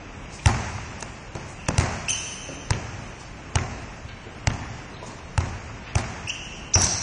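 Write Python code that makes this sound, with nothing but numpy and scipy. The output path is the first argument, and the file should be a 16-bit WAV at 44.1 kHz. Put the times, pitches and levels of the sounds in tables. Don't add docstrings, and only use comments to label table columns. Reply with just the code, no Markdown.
import sys
import numpy as np
from scipy import signal
from scipy.fft import rfft, irfft
from scipy.io import wavfile
from scipy.ndimage import uniform_filter1d

SR = 44100
rng = np.random.default_rng(int(sys.argv[2]) if len(sys.argv) > 2 else 0)


def wrap_up_sound(samples):
    columns = np.atleast_2d(samples).T
    tamed = np.clip(columns, -1, 1)
    steps = np.round(tamed * 32767).astype(np.int16)
    wavfile.write(sys.argv[1], SR, steps)


def to_linear_factor(level_db):
    exponent = np.asarray(level_db, float) / 20
    return 10 ** exponent


N = 309582

# (time [s], slap level [dB], boards level [dB], boards t60 [s], hall level [dB])
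BOUNCES = [
    (.458, -9, -3, 0.035, -18.5),
    (1.78, -12.5, -6.5, 0.031, -15.5),
    (2.705, -12.5, -9.5, 0.02, -22.5),
    (3.555, -12, -10, 0.029, -22.5),
    (4.471, -11, -8.5, 0.01, -24.5),
    (5.377, -15, -9, 0.043, -21),
    (5.954, -13.5, -9.5, 0.036, -18.5),
    (6.754, -13, -11, 0.1, -15),
]
# (time [s], slap level [dB], palm level [dB], thud level [dB], hall level [dB])
CATCHES = [
    (1.025, -22, -28, -50, -27),
    (1.351, -27.5, -23.5, -20.5, -15),
    (1.685, -13, -16.5, -12, -23.5),
]
# (frequency [Hz], t60 [s], level [dB])
BALL_AIR_MODES = [(882, 0.03, 5), (1760, 0.011, -2.5), (2690, 0.021, 1), (1227, 0.051, -10),
                  (572, 0.017, -4.5)]
# (frequency [Hz], level [dB per Hz])
SLAP_COLOUR = [(200, -13), (500, -6.5), (1000, -7), (1900, -4), (2750, -9.5), (3500, -17.5), (4300, -14),
               (5200, -8), (6000, -2), (7200, -14), (8500, -11.5), (10300, -24), (11000, -44), (22000, -92)]
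# (frequency [Hz], level [dB per Hz])
BOUNCE_SPREAD = [(88, -26.5), (150, 2), (295, -14.5), (365, -3), (421, -10), (600, -4), (743, -5),
                 (1100, -11), (2670, -16.5), (3490, -29.5), (6270, -17.5), (9440, -31), (9950, -51),
                 (10500, -87.5), (13600, -120), (22000, -120)]
# (time [s],
# peak level [dB], frequency [Hz])
ECHOES_AND_KNOCKS = [(0.4706, -14.5, 5800), (.472, -18, 890), (0.491, -18, 1200), (1.366, -31, 700),
                     (1.366, -32, 6000), (1.687, -19, 270), (1.703, -21, 800), (1.796, -21.5, 1470),
                     (1.7993, -18, 5970), (1.81, -25.5, 6300), (2.721, -26.5, 1490), (2.731, -19, 2450),
                     (3.569, -19, 1204), (3.585, -20, 1800), (4.502, -23, 1520), (4.535, -29.5, 4970),
                     (5.405, -24, 1090), (5.981, -20, 5500), (5.982, -21.5, 1900), (5.988, -29.5, 5000)]
# (time [s], length [s], pitch of the lowest sounding partial [Hz], level [dB], second
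# partial level [dB]); in the squeaks near 6.74 and 6.83 s this is the upper partial of a slip near 2.9 kHz,
# whose own tone stays silent
GRIPS = [(2.083, 0.0054, 2707, -15.5, -9), (2.088, .016, 3027, -24, 5), (2.102, .007, 2570, -21, -13.5),
         (2.103, 0.0087, 3130, -21.5, 5.5), (2.109, .018, 3064, -30.5, 7.5), (2.127, .012, 2939, -23, 2),
         (4.939, .014, 4127, -43, -22), (6.272, 0.0092, 2623, -24, -17), (6.277, .014, 2890, -33.5, 2),
         (6.293, 0.0092, 2690, -19.5, -15), (6.3019, 0.003, 2833, -14.5, -14),
         (6.304, 0.0087, 2976, -24.5, -7), (6.7399, 0.0057, 5927, -6.5, -51),
         (6.745, .014, 5606, -8.5, -40), (6.757, 0.0056, 2576, -19, -16), (6.814, .009, 3080, -41.5, 15.5),
         (6.83, 0.011, 5730, -15, -38), (6.835, 0.0094, 5890, -20, -31), (6.8415, .005, 6260, -11.5, -42),
         (6.8245, 0.0037, 6040, -16, -40)]
# (time [s], peak level [dB], frequency [Hz])
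SNAP = (6.8175, -3, 7300)
# (time [s], level [dB], t60 [s])
LANDING = (6.843, -17, .03)
# (time [s], length
# [s], frequency [Hz], width [Hz], rms level [dB])
DRAGS = [(0.289, 0.11, 6070, 3390, -49), (0.379, 0.036, 2480, 1400, -46), (1.002, .012, 6520, 5200, -42.5),
         (1.658, 0.0082, 6400, 5100, -44.5), (1.661, 0.014, 2050, 1030, -42.5),
         (1.553, 0.12, 2690, 307, -52), (2.079, 0.049, 6210, 5500, -35), (3.182, 0.049, 5860, 3120, -51.5),
         (4.073, 0.04, 2060, 2570, -46), (4.964, 0.012, 3500, 500, -48), (5.045, 0.056, 6180, 3300, -49),
         (5.833, 0.1, 2050, 2250, -47.5), (6.281, 0.036, 6080, 1620, -37.5),
         (6.734, 0.008, 4570, 4770, -29.5), (6.816, .045, 5140, 2530, -31.5),
         (6.837, 0.017, 7860, 900, -29.5), (1.442, 0.12, 6600, 4000, -54), (6.86, 0.017, 5360, 3300, -29)]
# (time [s], peak level [dB], frequency [Hz], hall level [dB])
FOOTFALLS = [
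    (.78, -27, 892, -35),
    (2.4883, -26.5, 433, -12.5),
    (3.213, -32, 880, -13),
    (3.617, -36, 890, -27.5),
    (4.264, -30.5, 372, -37),
    (4.59, -33.5, 1660, -8.5),
    (5.026, -25.5, 620, -10),
    (5.696, -32, 910, -24),
    (5.875, -35, 1200, -25),
]
# (frequency [Hz], t60 [s], level [dB])
HALL_DECAY = [(61, 1.03, -1.5), (116, 1.32, -0.5), (247, 0.71, 4), (527, 1.08, -7.5), (1000, 1.43, -2),
              (1950, 2, -2), (4000, 2, -3.5), (8840, 1.96, -8.5), (10340, 0.75, -8.5)]
# (frequency [Hz], level [dB per Hz])
AIR_COLOUR = [(15, -16), (40, 5.5), (110, 3.5), (250, -3), (450, -8), (850, -8.5), (1500, -12.5),
              (2700, -13.5), (3400, -23.5), (4200, -26.5), (5600, -23), (6500, -24.5), (7500, -28),
              (9000, -31.5), (10500, -37.5)]
# (frequency [Hz], rounding step [dB])
GRAIN_STEP = [(100, -20), (1500, -13), (3000, -6), (3400, 4), (5000, 5), (6500, 5), (8000, 4), (9200, 5),
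              (10500, 5)]

SLAP_MS, RING_DB = 1.2, -6
SKIN_HZ, SKIN_DB, SKIN_HALL_DB = 670, -8, -21.5
BELLY_HZ, BELLY_DB = 270, -7
REBOUND_S, SQUASH_MS, BOARDS_HZ, BOARDS_HALL_DB = .0112, 10.5, 97.3, -20.5
PALM_HZ, THUD_HZ, THUD_MS, THUD_T60_S = 540, 117.4, 7.5, 0.0067
KNOCK_MS, KNOCK_SHORTENS, KNOCK_WIDTH = 3.6, .45, .9
GRIP_GLIDE, GRIP_EDGE_DB, THIRD_DB, GRIP_ROUGH, GRIP_HALL_DB = 0.037, -9, -9.5, 0.12, -15.5
SHADED_HZ, SHADED_WIDTH_HZ, SHADED_SHARE = 2800, 770, 0.32
ECHO_HALL_DB, SCUFF_HALL_DB = -34, -13.5
PLACES, HALL_GAP_S, HALL_RISE_S = 4, 0.0017, 0.0075
AIR_DB = -39
CEILING, TOP_HZ = 0.62, 10300
LONG, SHORT = 1880, 235
STEP_GROWTH, STEP_SCATTER_DB, SHORT_STEP_DB, SUDDEN_DB = .72, 4, 0.65, 8


def colour(x, points):
    hz, db = np.transpose(points)
    f = np.fft.rfftfreq(len(x), 1 / SR) + 1
    return irfft(rfft(x) * to_linear_factor(np.interp(np.log(f), np.log(hz), db)), len(x))


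def band(x, hz, width):
    return signal.lfilter(*signal.iirpeak(min(hz, 9900), max(hz / width, .3), fs=SR), x)


def peak(x, db):
    return x * to_linear_factor(db) / np.abs(x).max()


def level(x, db):
    return x * to_linear_factor(db) / np.sqrt(np.mean(x ** 2))


def walk(n, rate):
    k = int(SR / rate) + 1
    held = np.repeat(rng.standard_normal(n // k + 1), k)
    return 1.3 * uniform_filter1d(held, k)[:n]


def add(out, s, x, hall_db, spread=None):
    i = int(s * SR)
    out[0, i:i + len(x)] += x[:N - i]
    far = x if spread is None else spread
    place = 1 + int(s * 2.3) % PLACES
    out[place, i:i + len(far)] += to_linear_factor(hall_db) * far[:N - i]


def slap(db):
    t = np.arange(2048) / SR
    burst = colour(rng.standard_normal(len(t)), SLAP_COLOUR)
    burst = burst * np.exp(-t * 1000 / SLAP_MS) * (1 - np.exp(-t / .0003))
    detune = 1 + .07 * rng.standard_normal(len(BALL_AIR_MODES))
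    ring = sum(to_linear_factor(g) * np.sin(2 * np.pi * hz * d * t) * to_linear_factor(-60 * t / t60)
               for (hz, t60, g), d in zip(BALL_AIR_MODES, detune))
    return peak(peak(burst, 0) + peak(ring, RING_DB), db + 6.5)


def hide(db, hz):
    return knock(db, hz) + knock(db + BELLY_DB, BELLY_HZ)


def thump(db, hz, ms, t60):
    t = np.arange(-int(ms * SR / 1000), SR // 4) / SR
    press = np.clip(1 + t * 1000 / ms, 0, 1) ** .7
    swing = np.where(t < 0, press, to_linear_factor(-60 * t / t60))
    return to_linear_factor(db) * swing * np.cos(2 * np.pi * hz * t)


def knock(db, hz):
    t = np.arange(2048) / SR
    ms = KNOCK_MS * (1000 / hz) ** KNOCK_SHORTENS
    width = KNOCK_WIDTH * hz
    burst = rng.standard_normal(len(t)) * np.exp(-t * 1000 / ms) * (1 - np.exp(-t * 4000 / ms))
    return peak(band(band(burst, hz, width), hz, width), db)


def grip(length, hz, db, second_db):
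    t = np.arange(0, length, 1 / SR)
    u = 2 * t / length - 1
    shake = [GRIP_ROUGH * walk(4096, 600)[:len(t)] for _ in range(4)]
    rate = hz * (1 + GRIP_GLIDE * u) * (1 + .16 * shake[0])
    phase = 2 * np.pi * np.cumsum(rate) / SR
    partials = sum(to_linear_factor(g + 6.2 * shake[k]) * np.sin(k * phase)
                   for k, g in ((1, 0), (2, second_db), (3, second_db + THIRD_DB)))
    return to_linear_factor(db + GRIP_EDGE_DB * np.abs(u)) * partials * signal.windows.tukey(len(t), .12)


def scuff(length, hz, width, db):
    noise = rng.standard_normal(int(length * SR))
    hiss = band(band(noise, hz, width), hz, width)
    return level(hiss * np.hanning(len(noise)) ** 2.1, db)


def hall():
    t = np.arange(2 * SR) / SR
    f = np.fft.rfftfreq(len(t), 1 / SR) + 1
    noise = rfft(rng.standard_normal(len(t)))
    centres = np.log([row[0] for row in HALL_DECAY])
    tail = 0
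    for (_, t60, g), share in zip(HALL_DECAY, np.eye(len(HALL_DECAY))):
        octave = irfft(noise * np.interp(np.log(f), centres, share), len(t))
        tail = tail + to_linear_factor(g - 60 * t / t60) * octave
    tail = tail * to_linear_factor(3.6 * np.exp(-t / 0.099) * walk(len(t), 300))
    return 0.12 * tail * np.clip((t - HALL_GAP_S) / HALL_RISE_S, 0, 1)


def air():
    steady = colour(rng.standard_normal(N), AIR_COLOUR)
    rumble = signal.sosfilt(signal.butter(2, 250, fs=SR, output="sos"), steady)
    hiss = steady - rumble
    return level(rumble * to_linear_factor(1.2 * walk(N, 5)) + hiss * to_linear_factor(.6 * walk(N, 8)), AIR_DB)


def scene():
    out = np.zeros((1 + PLACES, N))
    spread = peak(colour(signal.unit_impulse(1024, 256), BOUNCE_SPREAD), 0)
    for s, db, boards_db, t60, hall_db in BOUNCES:
        add(out, s + .001, slap(db), hall_db + db + 16.5, spread)
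        add(out, s + .002, hide(db + SKIN_DB, SKIN_HZ), SKIN_HALL_DB)
        boards = thump(boards_db, BOARDS_HZ, SQUASH_MS, t60)
        add(out, s + REBOUND_S - SQUASH_MS / 1000, boards, BOARDS_HALL_DB)
    for s, db, palm_db, thud_db, hall_db in CATCHES:
        add(out, s + .001, slap(db), hall_db + db + 16.5, spread)
        add(out, s + .002, hide(palm_db, PALM_HZ), SKIN_HALL_DB)
        add(out, s, thump(thud_db, THUD_HZ, THUD_MS, THUD_T60_S), BOARDS_HALL_DB)
    s, db, t60 = LANDING
    add(out, s - SQUASH_MS / 1000, thump(db, BOARDS_HZ, SQUASH_MS, t60), BOARDS_HALL_DB)
    for s, db, hz in [*ECHOES_AND_KNOCKS, SNAP]:
        add(out, s, knock(db, hz), ECHO_HALL_DB)
    for s, db, hz, hall_db in FOOTFALLS:
        add(out, s, knock(db, hz), hall_db)
    for s, *drag in DRAGS:
        add(out, s, scuff(*drag), SCUFF_HALL_DB)
    for s, *sole in GRIPS:
        squeak = grip(*sole)
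        shaded = squeak - SHADED_SHARE * band(squeak, SHADED_HZ, SHADED_WIDTH_HZ)
        add(out, s, squeak, GRIP_HALL_DB, shaded)
    wet = sum(signal.fftconvolve(place, hall())[:N] for place in out[1:])
    return (out[0] + wet + air())[None]


def grain(x, hop, db):
    frames = np.pad(x, (hop // 2 + hop, 3 * hop))[:(N // hop + 4) * hop].reshape(-1, hop)
    n = np.arange(2 * hop)
    k = np.arange(hop // 2) + .5
    window = signal.windows.kaiser_bessel_derived(2 * hop, 4 * np.pi)
    basis = window * np.cos(np.pi / hop * np.outer(k, n + .5 + hop / 2)) * np.sqrt(2 / hop)
    bins = np.hstack([frames[:-1], frames[1:]]) @ basis.T
    hz = k * SR / (2 * hop)
    treble = np.sqrt(np.mean(bins[:, hz > 1500] ** 2, axis=1, keepdims=True)) + 1e-9
    scatter = np.repeat(rng.standard_normal((len(bins), hop // 32 + 1)), 16, axis=1)[:, :len(k)]
    step_db = db + STEP_SCATTER_DB * scatter + np.interp(hz, *np.transpose(GRAIN_STEP))
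    step = to_linear_factor(step_db) * .01 * (treble / .01) ** STEP_GROWTH
    rounded = np.sign(bins) * step * np.floor((np.abs(bins) / step) ** .75 + .4) ** (4 / 3)
    back = rounded @ basis
    joined = back[1:, :hop] + back[:-1, hop:]
    return joined.ravel()[hop // 2:hop // 2 + N]


def low_pass(x):
    return signal.sosfilt(signal.butter(12, 11210, fs=SR, output="sos"), x)


def record(dry):
    rounded = CEILING * np.tanh(dry[0] / CEILING)
    x = signal.sosfilt(signal.ellip(8, .2, 70, TOP_HZ, fs=SR, output="sos"), rounded)
    power = uniform_filter1d(np.diff(x, prepend=0) ** 2, SHORT) + 1e-12
    before = np.roll(uniform_filter1d(power, LONG), LONG // 2 + SHORT)
    jump = power > to_linear_factor(2 * SUDDEN_DB) * before
    sudden_frames = np.pad(jump, (0, -N % LONG)).reshape(-1, LONG).any(axis=1)
    sudden = np.repeat(sudden_frames, LONG)[:N]
    share = uniform_filter1d(1. 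* sudden, SHORT)
    mix = grain(share * x, SHORT, SHORT_STEP_DB) + grain((1 - share) * x, LONG, 0)
    return low_pass(mix[None])


dry = scene()
out = record(dry)
wrap_up_sound(out)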